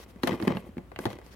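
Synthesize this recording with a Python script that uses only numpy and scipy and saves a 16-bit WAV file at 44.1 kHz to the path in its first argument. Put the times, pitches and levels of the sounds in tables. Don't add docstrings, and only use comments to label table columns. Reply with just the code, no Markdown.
import sys
import numpy as np
from scipy import signal
from scipy.fft import rfft, irfft, next_fast_len
from scipy.io import wavfile

SR = 44100
rng = np.random.default_rng(int(sys.argv[2]) if len(sys.argv) > 2 else 0)


def dump(signal):
    limited = np.clip(np.atleast_2d(signal).T, -1, 1)
    pcm = np.round(limited * 32767).astype(np.int16)
    wavfile.write(sys.argv[1], SR, pcm)


N = 59535


def undb(db):
    return 10 ** (np.asarray(db) / 20)


def unit(x):
    return x / np.sqrt(np.mean(x ** 2))


def unit_onset(x):
    return x / np.sqrt(np.mean(x[..., :int(.008 * SR)] ** 2))


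def pan(db):
    return unit(undb(np.array([[db], [-db]]) / 2))


def decay(t, t60_s):
    return np.exp(-np.log(1000) * t / t60_s)


def cut(x, kind, hz):
    return signal.sosfilt(signal.butter(2, hz, kind, fs=SR, output="sos"), x)


def colour(x, points):
    n = 2 * next_fast_len(x.shape[-1])
    hz, db = np.array(points, float).T
    bins_hz = np.arange(n // 2 + 1) * SR / n
    gain = undb(np.interp(np.log(bins_hz + 1), np.log(hz), db))
    cepstrum = irfft(np.log(gain))
    cepstrum[1:n // 2] *= 2
    cepstrum[n // 2 + 1:] = 0
    return irfft(rfft(x, n) * np.exp(rfft(cepstrum)))[..., :x.shape[-1]]


def noise(size, correlation):
    z = rng.standard_normal((3, size))
    return np.sqrt(correlation) * z[0] + np.sqrt(1 - correlation) * z[1:]


def ring(t, modes, scatter_rad, highpass_hz):
    phases = scatter_rad * rng.standard_normal((len(modes), 1, 1)) * np.array([[1], [-1]])
    tones = sum(undb(db) * decay(t, t60_s) * np.sin(2 * np.pi * hz * t + phase)
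                for (hz, db, t60_s), phase in zip(modes, phases))
    attack = 1 - np.exp(-2 * np.pi * modes[-1][0] * t)
    return unit_onset(cut(tones * attack, "highpass", highpass_hz))


def burst(t, points, t60_s, strike, tail_db, tail_t60_s):
    x = noise(len(t), .24) * decay(t, t60_s)
    x += undb(tail_db) * noise(len(t), 0) * decay(t, tail_t60_s)
    x[0, 0] += strike
    x[1, int(.00007 * SR)] += strike
    return unit_onset(colour(x, points))


# freq_hz, gain_db
ROOM_SPECTRUM = [(25, -23), (45, -15), (80, 3), (130, -7.5), (250, -6), (500, -14.5), (1100, -21),
                 (2500, -28.5), (5700, -40), (12500, -40.5), (16000, -41)]

def room(air_db=-53.5, hum_hz=58.5, hum_db=-56):
    low = cut(noise(N, .8), "lowpass", 600)
    high = cut(noise(N, .2), "highpass", 600)
    air = unit(colour(low + high, ROOM_SPECTRUM))
    hum = np.sqrt(2) * np.sin(2 * np.pi * hum_hz * np.arange(N) / SR)
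    return (undb(air_db) * air + undb(hum_db) * hum) * pan(1.2)


# freq_hz, gain_db
RUB_SPECTRUM = [(200, -25), (600, -6), (1500, 6), (3000, 2), (5500, 0.5), (8000, -9.5), (16000, -10)]
HISS_SPECTRUM = [(500, -15), (6000, -11), (8500, -4.5), (11500, -0.5), (13500, -3.5), (16000, -19)]
# start_s, length_s, rub_db, hiss_db
STROKES = [(-.03, 0.0845, -54, -62), (0.075, 0.052, -62, -66), (0.217, 0.15, -53, -62),
           (0.347, 0.076, -69, -69), (0.407, 0.067, -61, -58), (0.546, 0.077, -69, -63),
           (.645, .055, -74, -67), (0.993, 0.069, -58, -56), (1.08, 0.067, -56.5, -65.5),
           (1.229, 0.081, -63, -70.5), (1.303, 0.053, -56.5, -70)]

def hand_slides(fade_s=.017):
    out, t = np.zeros((2, N)), np.arange(N) / SR
    grain = undb(2 * rng.standard_normal(N))
    rub = unit(colour(grain * noise(N, .056), RUB_SPECTRUM))
    hiss = unit(colour(grain * noise(N, .056), HISS_SPECTRUM))
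    for start_s, length_s, rub_db, hiss_db in STROKES:
        gate = np.clip(np.minimum(t - start_s, start_s + length_s - t) / fade_s, 0, 1)
        out += gate * (undb(rub_db) * rub + undb(hiss_db) * hiss)
    return out * pan(1.4)


# time_s, level_db
SCRAPE_LEVELS = [(0, -49), (.12, -63.5), (0.223, -58), (0.288, -30.5), (.36, -43.5), (.395, -42),
                 (.44, -42), (0.519, -36), (0.599, -49.5), (.67, -55), (0.728, -67), (.88, -71), (.98, -63),
                 (1.02, -43), (1.12, -45.5), (1.2, -56), (1.35, -60)]
# freq_hz, gain_db
SCRAPE_SPECTRUM = [(50, -35), (100, -20), (170, -5), (330, 0), (500, -7), (1100, -17), (2500, -22),
                   (4500, -33), (9000, -50)]

def rim_scrape(catches_per_s=1200, catch_t60_s=.019):
    caught = rng.random(N) < catches_per_s / SR
    strength = undb(2.45 * np.minimum(rng.exponential(size=N), 4))
    catches = caught * strength * rng.standard_normal(N)
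    t = np.arange(N // 30) / SR
    catch_ring = noise(len(t), .88) * decay(t, catch_t60_s)
    friction = signal.fftconvolve(catches[None], catch_ring)[:, :N]
    level_db = np.interp(np.arange(N) / SR, *np.array(SCRAPE_LEVELS).T)
    return unit(colour(friction, SCRAPE_SPECTRUM)) * undb(level_db) * pan(2.4)


# pitch_hz, gain_db, t60_s
CAVITY_MODES = [(114.3, 0.46, 0.12), (133, -2.5, 0.098)]

def cavity_thump(t):
    return ring(t, CAVITY_MODES, scatter_rad=.25, highpass_hz=143)


# pitch_hz, gain_db, t60_s
WALL_MODES = [(514, 4.5, 0.075), (567.5, -1.5, 0.18), (695, -5.5, 0.15), (767, -7, .07),
              (855.7, 1.5, 0.092), (999, -10, 0.15), (1051, -0.5, 0.069), (1152, -1.5, 0.08)]
# freq_hz, gain_db
CLACK_SPECTRUM = [(60, -54.5), (150, -27), (280, -23.5), (450, 7.5), (850, 4.5), (1150, -3), (1500, -10.5),
                  (3000, -37)]

def wall_clack(t):
    ringing = ring(t, WALL_MODES, scatter_rad=1, highpass_hz=263)
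    clack = burst(t, CLACK_SPECTRUM, t60_s=.026, strike=10.3, tail_db=-10.5, tail_t60_s=.15)
    return unit_onset(clack + undb(-5) * ringing)


# freq_hz, gain_db
CRACK_SPECTRUM = [(200, -25), (700, -16), (1300, -4), (1600, 2), (2000, 1), (2300, -3.5), (3100, -7.5),
                  (3700, -11.5), (4300, -11), (5500, -27.5), (9000, -32.5)]

def edge_crack(t, ring_hz):
    crack = burst(t, CRACK_SPECTRUM, t60_s=.022, strike=7.5, tail_db=-20.5, tail_t60_s=.3)
    ringing = signal.lfilter(*signal.iirpeak(ring_hz, Q=5.3, fs=SR), crack)
    return unit_onset(crack + undb(-4.5) * unit_onset(ringing))


# freq_hz, gain_db
TICK_SPECTRUM = [(300, -42), (2500, -41), (4500, 3), (6500, 0.5), (8000, -4), (11500, -2.5), (14000, -8.5),
                 (16000, -37)]

def edge_tick(t):
    return burst(t, TICK_SPECTRUM, t60_s=.018, strike=5.3, tail_db=-12.5, tail_t60_s=.11)


# pitch_hz, gain_db, t60_s
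LID_MODES = [(182.7, 3.5, 0.13), (211.5, 2, 0.13), (252.3, -2.5, 0.11), (314, -4.5, 0.08),
             (342.6, 2.5, 0.1), (448, 3.5, 0.071)]

def lid_knock(t, flex_hz, rise_s=.0036, width_oct=.48):
    flex = np.sin(2 * np.pi * flex_hz * t) * decay(t, t60_s=.031) * (1 - np.exp(-t / rise_s))
    flex = unit_onset(cut(flex, "highpass", 143))
    excited = [(hz, db - 10 * np.log10(1 + (np.log2(hz / flex_hz) / width_oct) ** 4), t60_s)
               for hz, db, t60_s in LID_MODES]
    ringing = ring(t, excited, scatter_rad=.3, highpass_hz=143)
    return unit_onset(flex + undb(.5) * ringing)


# start_s, thump_db, lid_db, wall_db, crack_db, tick_db, flex_hz, edge_hz, pan_db
CONTACTS = [ (0.1599, -71, -43, -60, -64, -72, 220, 1910, 1),
            (0.2337, -48, -32.5, -28, -30, -40.5, 288, 4120, 5.5),
            (0.2366, -59, -23, -34, -37, -49, 247, 1530, -1),
            (.2450, -52, -28.5, -52, -58, -58, 300, 3940, -1),
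            (.2730, -62, -44, -30, -30, -37, 366, 1540, 3.5),
            (0.2761, -61, -29.5, -23.5, -30.5, -71, 255, 3120, 38),
            (0.2935, -52, -25, -42, -55, -68, 260, 1600, 4),
            (0.3192, -48, -24.5, -40.5, -36.5, -70, 203, 1630, 14),
            (0.3282, -38, -29, -43, -39, -72, 335, 1990, -4),
            (0.34, -66, -29, -37.5, -60, -75, 264, 1500, 2),
            (0.4006, -62, -33.5, -36.5, -44, -61, 321, 2720, -2.5),
            (0.4151, -56, -31, -50, -57, -57, 293, 2200, 9),
            (0.4247, -42, -27.5, -37.5, -40.5, -57, 317, 5000, -7),
            (.4340, -37, -28.5, -37.5, -54, -68, 217, 2800, 15),
            (0.4732, -35, -22, -29.5, -42, -54, 296, 1690, 2),
            (.4780, -51, -16.5, -26, -30, -46, 264, 1990, 4.5),
            (.5040, -62, -23, -32, -47, -69, 181, 2100, 13),
            (.5220, -36, -34, -37.5, -41.5, -73, 375, 2780, -2),
            (0.5491, -50, -33.5, -50, -54, -65, 228, 3330, 13),
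            (0.555, -37, -30.5, -44, -50, -72, 179, 2000, 2),
            (.5700, -38.5, -29.5, -34.5, -39, -65, 194, 2740, 0.5),
            (0.641, -75, -46, -60, -72, -76, 235, 2000, -10),
            (0.667, -69, -44.5, -54, -70, -83, 357, 2000, 12),
            (.6900, -68, -41.5, -83, -76, -76, 222, 1990, 3),
            (0.7693, -61, -32.5, -52, -54, -82, 272, 1830, 6),
            (.7810, -42, -31.5, -41, -48, -65.5, 226, 2356, -1),
            (.9175, -80, -46, -43, -50.5, -71, 404, 1500, 3.5),
            (0.9611, -50, -52, -44.5, -40.5, -87, 477, 2760, 1.5),
            (.9890, -66, -32.5, -34.5, -38.5, -48, 370, 1480, 3.5),
            (1.002, -68, -36.5, -64, -70, -71, 245, 2000, 1),
            (1.0549, -36.5, -24, -25.5, -33, -45, 323, 3750, 4.5),
            (1.065, -30.5, -29, -38.5, -39.5, -54, 238, 1800, 1.5),
            (1.103, -59, -52, -43, -47.5, -55.5, 366, 3450, 3),
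            (1.1300, -44, -41.5, -48, -48.5, -58, 335, 3250, 1),
            (1.1550, -61, -45, -58, -61, -66, 316, 4000, 4),
            (1.1870, -80, -46, -48, -53.5, -61.5, 360, 1270, 3.5),
            (1.215, -78, -53, -52.5, -56.5, -69, 397, 1860, -1),
            (1.2640, -77, -70, -53, -62, -61.5, 390, 3170, 3)]

def contacts():
    out, t = np.zeros((2, N)), np.arange(N // 4) / SR
    for start_s, thump_db, lid_db, wall_db, crack_db, tick_db, flex_hz, edge_hz, pan_db in CONTACTS:
        body = undb(thump_db) * cavity_thump(t) + undb(lid_db) * lid_knock(t, flex_hz)
        wall = undb(wall_db) * wall_clack(t)
        edge = undb(crack_db) * edge_crack(t, edge_hz) + undb(tick_db) * edge_tick(t)
        knock = body + pan(pan_db) * (wall + edge)
        i = int(start_s * SR)
        out[:, i:i + len(t)] += knock[:, :N - i]
    return out


def scene():
    return contacts() + rim_scrape() + hand_slides() + room()


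def record(dry, top_hz=16100):
    return signal.sosfilt(signal.ellip(8, .2, 70, top_hz, fs=SR, output="sos"), dry)


dry = scene()
out = record(dry)
dump(out)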